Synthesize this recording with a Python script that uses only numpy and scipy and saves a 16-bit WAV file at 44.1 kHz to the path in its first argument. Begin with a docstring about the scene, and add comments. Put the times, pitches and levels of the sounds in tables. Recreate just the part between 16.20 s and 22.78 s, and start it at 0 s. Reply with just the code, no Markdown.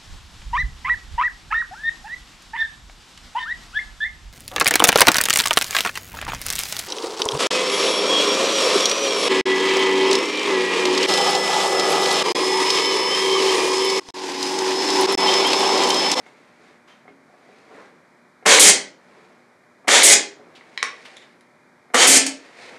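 """Ventilation and a faint fan hum run throughout a small, live workshop; hands knock and slide a wooden jig.
A pneumatic nail gun then drives three nails, with more handling and gun clicks in between.
Each shot: a struck-panel blow, coloured noise rushing through the cylinder, a valve snap, exhaust hiss.
After the third, a last spit of air and a few strokes. Synthetic echoes change with the gun's place.
The mono sum, on both channels, is peak-rounded and band-limited."""
import sys
import numpy as np
from scipy import signal
from scipy.fft import rfft, irfft
from scipy.io import wavfile
from scipy.ndimage import uniform_filter1d

SR = 44100
rng = np.random.default_rng(int(sys.argv[2]) if len(sys.argv) > 2 else 0)


def waveform_to_disk(signal):
    """Save audio, clipped to [-1, 1], as 16-bit WAV at the path in sys.argv[1]."""
    frames = np.transpose(np.atleast_2d(signal))
    scaled = np.clip(frames, -1, 1) * 32767
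    samples = np.round(scaled).astype(np.int16)
    wavfile.write(sys.argv[1], SR, samples)


N = 290178
T = np.arange(N) / SR


def undb(db):
    """Decibels to amplitude gain."""
    return 10 ** (np.asarray(db) / 20)


def unit(x):
    """Scale to rms 1."""
    return x / np.sqrt(np.mean(x ** 2))


def along(points, hz):
    """Interpolate (Hz, value) points on a log-frequency axis."""
    f, value = np.transpose(points)
    return np.interp(np.log(hz), np.log(f), value)


def bins(size=2 ** 19):
    """Transform frequencies in Hz, floored at 1 to allow the logarithm."""
    return np.maximum(np.fft.rfftfreq(size, 1 / SR), 1)


def hiss(spectrum, resonance=1, size=2 ** 19):
    """Noise of rms 1, coloured by a spectrum and an optional resonance gain."""
    gain = undb(along(spectrum, bins(size))) * resonance
    noise = irfft(rfft(rng.standard_normal(size)) * gain)
    return unit(noise[:N])


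def narrow(hz, width_hz, size):
    """Noise of rms 1 through the same resonance twice."""
    resonance = signal.iirpeak(hz, hz / width_hz, fs=SR)
    once = signal.lfilter(*resonance, rng.standard_normal(size))
    return unit(signal.lfilter(*resonance, once))


def band(x, low_hz, high_hz):
    """Band-pass with a soft lower and a steep upper edge."""
    x = signal.lfilter(*signal.butter(2, min(low_hz, SR / 3), "high", fs=SR), x)
    return signal.lfilter(*signal.butter(4, min(high_hz, SR / 3), fs=SR), x)


def fade(t, t60):
    """Exponential decay by 60 dB in t60."""
    return np.exp(-np.log(1000) * t / t60)


def burst(t, rise_s, decay_s):
    """Quick rise times exponential fall."""
    return (1 - np.exp(-t / rise_s)) * np.exp(-t / decay_s)


def add(track, s, sound):
    """Mix a sound into the track at time s."""
    i = max(int(s * SR), 0)
    track[i:i + len(sound)] += sound[:N - i]


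def ring(modes, t):
    """Struck modes decay as sines, with random detuning and polarity per blow; strength near 1."""
    hz, db, t60 = np.transpose(modes)[:, :, None]
    chance = rng.standard_normal((len(modes), 2, 1))
    hz = hz * (1 + .006 * chance[:, 0])
    waves = np.sin(2 * np.pi * hz * t) * np.sign(chance[:, 1])
    return np.sum(undb(db) * waves * fade(t, t60), 0) / np.linalg.norm(undb(db))


def strikes(rows, modes, crack_db, crack_s):
    """A contact is a short noise crack plus body ring; its band sets how light or soft it is."""
    out, t = np.zeros(N), T[:SR // 2]
    for s, db, low_hz, high_hz in rows:
        crack = undb(crack_db) * rng.standard_normal(len(t)) * np.exp(-t / crack_s)
        add(out, s, undb(db) * band(ring(modes, t) + crack, low_hz, high_hz))
    return out


# ventilation spectrum: [f/Hz, relative density/dB]
SHOP = [(25, -43.5), (55, -27), (100, -10), (160, -2), (240, 0), (320, -3), (600, -4.5), (1000, -5.5),
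        (2000, -7), (2420, -9), (2600, -25), (4000, -21.5), (9000, -29.5), (15000, -39)]
SHOP_DB = -55.5
# fan hum: [f/Hz, rms level/dB]
HUM = [(242.2, -66), (360.7, -69), (597.5, -69)]


def workshop():
    """Steady ventilation noise plus fan sines."""
    hum = sum(undb(db) * np.sqrt(2) * np.sin(2 * np.pi * (hz * T + rng.random())) for hz, db in HUM)
    return undb(SHOP_DB) * hiss(SHOP) + hum


def rubbing(spectrum, grain_db, grain_hz):
    """Friction noise catches and slips: its level wanders by grain_db rms."""
    catches = uniform_filter1d(rng.standard_normal(N), max(int(SR / grain_hz), 1))
    return unit(hiss(spectrum) * undb(grain_db * unit(catches)))


# rubbed wood; dragged hose and sleeve: [f/Hz, relative density/dB]
WOOD = [(60, -30.5), (200, -3), (450, 1.5), (900, -3.5), (2000, -9.5), (3000, -27), (8000, -39),
        (14000, -43.5)]
HOSE = [(150, -13.5), (500, 5.5), (1200, -2), (2200, 5), (3000, -5), (4200, -5), (6000, -11.5), (9500, -18),
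        (13000, -39.5)]
# hand strokes: [t of top speed/s, speed-up to it from 1/e /s, slow-down to 1/e /s,
#                wood level/dB, rustle level/dB]
STROKES = [(.1, 0.23, 0.36, -60.5, -59), (.47, 0.1, 0.1, -55.5, -56.5), (1.38, 0.26, 0.37, -57, -58.5),
           (1.58, 0.074, 0.11, -46, -54.5), (2.98, .2, 0.25, -55.5, -59.5), (4.27, 0.15, 0.4, -54, -64),
           (4.86, 0.39, 0.23, -62, -49.5), (6.249, 0.069, 0.11, -57, -50), (6.43, 0.084, .14, -58, -43),
           (6.57, 0.092, .08, -46, -52.5)]


def strokes():
    """Hands slide the jig and drag hose and sleeve; friction level follows bell-shaped speed."""
    wood, hose = 0, 0
    for s, rise_s, fall_s, wood_db, rustle_db in STROKES:
        speed = np.exp(-((T - s) / np.where(T < s, rise_s, fall_s)) ** 2)
        wood = np.hypot(wood, undb(wood_db) * speed)
        hose = np.hypot(hose, undb(rustle_db) * speed)
    wood_sound = wood * rubbing(WOOD, grain_db=0.5, grain_hz=70)
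    return wood_sound + hose * rubbing(HOSE, grain_db=1.2, grain_hz=150)


# fingers and gun catching on a surface: [t/s, level/dB, centre f/Hz, width per filter pass/Hz, decay to 1/e /s]
SCUFFS = [(.058, -53, 1490, 4970, 0.029), (.672, -48, 1080, 2580, 0.07), (4.350, -40.5, 2800, 2600, 0.021),
          (4.85, -34.5, 1970, 2860, 0.017), (5.02, -38, 1820, 1516, 0.0096)]


def scuffs(rise_s=0.0066):
    """Brief catches give broad friction-noise bursts."""
    out, t = np.zeros(N), T[:SR // 4]
    for s, db, hz, width_hz, decay_s in SCUFFS:
        add(out, s, undb(db) * narrow(hz, width_hz, len(t)) * burst(t, rise_s, decay_s))
    return out


# skin on wood and plastic: [t/s, level/dB, pitch f/Hz, width per filter pass/Hz, decay to 1/e /s]
SQUEAKS = [(.679, -54, 3150, 120, .022), (.716, -53, 3110, 90, 0.014), (4.963, -41, 3530, 500, 0.015),
           (5.012, -44.5, 3580, 400, 0.0099)]


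def squeaks(rise_s=0.0051, overtone_db=-13):
    """Skin sticks and slips at an unsteady pitch: narrow noise plus a weaker octave."""
    out, t = np.zeros(N), T[:SR // 4]
    for s, db, hz, width_hz, decay_s in SQUEAKS:
        tone = narrow(hz, width_hz, len(t))
        tone = tone + undb(overtone_db) * narrow(2 * hz, 2 * width_hz, len(t))
        add(out, s, undb(db) * tone * burst(t, rise_s, decay_s))
    return out


# jig panel modes, also struck by the driver: [f/Hz, relative level/dB, t60/s]
JIG = [(183, -15.5, 0.088), (276, -12, 0.66), (416, -4.5, 0.12), (534, -1.5, 0.037), (742, 0.5, 0.094),
       (1139, -4, .03), (1400, -4, 0.018), (2150, 4.5, 0.046)]
# hands and parts hitting the jig: [t/s, level/dB, low edge f/Hz, high edge f/Hz]
KNOCKS = [(.063, -37, 497, 2960), (.852, -40, 213, 1300), (.879, -36, 130, 2400), (.90, -31.5, 109, 332),
          (1.096, -43, 302, 900), (1.138, -38.5, 419, 910), (1.289, -37, 300, 676), (1.513, -38, 300, 1190),
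          (2.226, -38, 249.5, 1803), (3.645, -35, 253.6, 1466), (4.195, -34.5, 199, 678.4),
          (5.701, -39.5, 243, 1790)]


def knocks():
    """Hands and parts strike the wooden panels."""
    return strikes(KNOCKS, JIG, crack_db=-1, crack_s=0.016)


# gun housing modes: [f/Hz, relative level/dB, t60/s]
GUN = [(474, -20.5, .04), (1090, -9.5, 0.027), (1970, -3, 0.018), (2250, -5, 0.016), (3150, -7, 0.0084),
       (3848, -7, 0.0081), (5620, -10, 0.006), (7340, -21, 0.0068), (10100, -5, .007)]
# valve, trigger and safety tip: [t/s, level/dB, low edge f/Hz, high edge f/Hz]
CLICKS = [(2.386, 1.5, 1004, 4470), (3.689, -2, 495, 3600), (3.823, 2.5, 2570, 5200),
          (4.410, -31.5, 1500, 2770), (4.5764, -9, 2000, 5130), (4.6282, -3.5, 387, 7840),
          (4.639, -22, 400, 2780), (4.968, -30.5, 2520, 8900), (5.209, -40.5, 1500, 9540),
          (5.7535, -3.5, 501, 3470)]


def gun_clicks():
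    """Hard contacts of small parts ring the gun's housing."""
    return strikes(CLICKS, GUN, crack_db=-10, crack_s=0.0045)


# driver blow noise: [f/Hz, relative density/dB]
BLOW = [(120, -23.5), (250, 4.5), (600, -0.5), (1400, 4), (2500, -5.5), (5000, -11.5), (10000, -15),
        (15000, -27)]


def driver_blow(out, s, blow_db, blow, part, t, blow_s=0.016, lead_s=0.0036, lead_db=-13, jig_db=-14):
    """The piston thumps off its seat, then the driver lands on the nail and rings the jig."""
    fall = np.exp(-t / blow_s)
    add(out, s - lead_s - .003, undb(blow_db - 29.5) * blow[:len(t)] * fall)
    thump = ring(JIG, t) + undb(-11.5) * blow[:len(t)]
    add(out, s - lead_s, undb(blow_db + lead_db) * band(thump * fall, 350, 9000))
    impact = undb(-8) * blow[part] * fall + undb(jig_db) * ring(JIG, t)
    add(out, s, undb(blow_db) * band(impact, 190, 12000))


def cylinder_rush(t, peak_s, swell_s, held_s, leak=0.32):
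    """Level of air through the cylinder: a surge over a steady leak while the trigger is held."""
    held = np.clip((held_s - t) / 0.0049, 0, 1)
    surge = leak + (1 - leak) * np.exp(-((t - peak_s) / swell_s) ** 2)
    return surge * held


def boom(drive, hz, t60, t, width_hz):
    """A jig panel sings with the air at wandering phase and rings on; envelope peak 1."""
    swell = signal.fftconvolve(drive, fade(t, t60))[:len(t)]
    wander = np.cumsum(rng.standard_normal(len(t))) * np.sqrt(2 * np.pi * width_hz / SR)
    return swell / swell.max() * np.sin(2 * np.pi * hz * t + wander)


# panels booming with the exhaust, low then high: [f/Hz, t60/s, unsteadiness/Hz]
PANELS = [(271.7, .1, 6), (402.5, 0.056, 8)]
EXHAUST_S, CRACK_OPEN_S = 0.11, .009  # full-charge time; jet rise constant as the valve cracks open


def exhaust_vent(t, jet, exhaust, vent_db, booms_db, jet_db=2, jet_s=0.041, open_s=0.073, close_s=0.0072):
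    """A thin bright jet broadens as the valve opens, then the charge runs out; panels boom along."""
    charge = np.exp(-np.maximum(t - EXHAUST_S, 0) / close_s)
    air = undb(jet_db) * jet * burst(t, CRACK_OPEN_S, jet_s) + exhaust * (1 - np.exp(-t / open_s))
    booms = 0
    for db, (hz, t60, width_hz) in zip(booms_db, PANELS):
        booms = booms + undb(db) * boom(charge, hz, t60, t, width_hz)
    return undb(vent_db) * charge * air + booms


# air-port resonances: [f/Hz, width/Hz, level over the hiss/dB]
PORTS = [(550, 86, -1), (744, 48, -3), (2220, 60, -10.5), (3160, 71, 4.5), (4430, 16, 3), (6260, 98, -4.5),
         (6830, 25, -0.5), (9100, 16, 8.5), (9940, 38, 7)]
# cylinder rush, first jet, open exhaust: [f/Hz, relative density/dB]
RUSH = [(90, -37.5), (170, -21), (270, -6), (550, -0.5), (950, -4), (1500, -2.5), (2200, 2), (2700, -4.5),
        (3800, -1.5), (5200, -7), (7000, -2), (8900, -8.5), (11000, -18.5), (15000, -35.5)]
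JET = [(100, -31), (400, -6.5), (1100, -25), (3000, -6.5), (5000, -4), (8400, 1), (10500, -5),
       (12500, -9.5), (15000, -36.5)]
EXHAUST = [(90, -32.5), (170, -11.5), (350, -8.5), (540, -5.5), (1100, -10.5), (1700, -6), (2130, 0.5),
           (2750, -6), (4500, -4.5), (7000, 2), (8600, 0), (10000, -7), (12000, -17.5), (15000, -33)]
# shots: [t of blow/s, blow level/dB, rush level/dB, delay to rush peak/s, swell from 1/e to peak/s,
#         t exhaust opens/s, exhaust level/dB, low panel boom/dB, high panel boom/dB]
SHOTS = [(2.261, -1.5, -9, 0.063, 0.049, 2.391, -4.5, -37, -28),
         (3.680, -4.5, -10.5, .072, 0.05, 3.828, -5.5, -35.5, -27),
         (5.744, -2, -10, 0.081, 0.038, 5.867, -7, -23, -34.5)]
PUFF_S, PUFF_DB = 6.063, -13  # last spit of air as the gun lifts off


def nail_gun(puff_s=0.0073):
    """The driver hits, air surges through the cylinder, and on release the charge vents."""
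    f = bins()
    port_power = sum(undb(db) ** 2 / (1 + (2 * (f - hz) / width) ** 2) for hz, width, db in PORTS)
    ports = np.sqrt(1 + port_power)
    blow, rush, jet, exhaust = hiss(BLOW), hiss(RUSH, ports), hiss(JET, ports), hiss(EXHAUST, ports)
    out, t = np.zeros(N), T[:SR]
    for s, blow_db, rush_db, peak_s, swell_s, vent_s, vent_db, *booms_db in SHOTS:
        part = slice(int(s * SR) - len(t), int(s * SR))  # fresh turbulence per shot
        driver_blow(out, s, blow_db, blow, part, t)
        add(out, s, undb(rush_db) * rush[part] * cylinder_rush(t, peak_s, swell_s, vent_s - s))
        add(out, vent_s, exhaust_vent(t, jet[part], exhaust[part], vent_db, booms_db))
    add(out, PUFF_S, undb(PUFF_DB) * exhaust[:len(t)] * burst(t, 0.0021, puff_s))
    return out


# room decay: [f/Hz, t60/s]
ROOM = [(100, 0.13), (300, 0.52), (1000, 0.34), (2200, 0.34), (4500, 0.3), (8000, 0.225), (13000, 0.11)]


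def room(x, gap_s=0.0025, build_s=0.0052, early=0.31, early_s=0.0069):
    """Echoes build after a gap, stronger early from bench and walls; each band decays at its own rate."""
    t = T[:SR]
    noise, f = rfft(rng.standard_normal(SR)), bins(size=SR)
    tail = 0
    for k, (hz, t60) in enumerate(ROOM):
        share = along([(row[0], j == k) for j, row in enumerate(ROOM)], f)
        tail = tail + irfft(noise * share, SR) * fade(t, t60)
    build = 1 - np.exp(-np.maximum(t - gap_s, 0) / build_s)
    tail = tail * build * (1 + early * np.exp(-t / early_s))
    return signal.fftconvolve(x, tail / np.linalg.norm(tail))[:N]


# gun at a new place from: [t/s]
MOVES_S = [3.3, 4.3, 5.4]


def scene():
    """Gun and handling, direct and through a room response per gun place, over ventilation."""
    gun = nail_gun()
    clicks = gun_clicks()
    handling = knocks() + scuffs() + squeaks() + strokes()
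    radiated = undb(-4.5) * gun + undb(-6.5) * clicks + undb(-9.5) * handling
    place = np.searchsorted(MOVES_S, T)
    echoes = sum(room(radiated * (place == k)) for k in np.unique(place))
    return np.tile(gun + clicks + handling + echoes + workshop(), (2, 1))


TOP_HZ = 15500


def record(dry, rolloff_hz=12500, low_cut_hz=52):
    """Round off loud peaks toward 0.95, cut rumble, dull the treble and stop it steeply at the top."""
    clipped = .95 * dry / (1 + dry ** 8) ** (1 / 8)
    dulled = band(clipped, low_cut_hz, rolloff_hz)
    return signal.sosfilt(signal.ellip(8, .2, 70, TOP_HZ, fs=SR, output="sos"), dulled)


dry = scene()
out = record(dry)
waveform_to_disk(out)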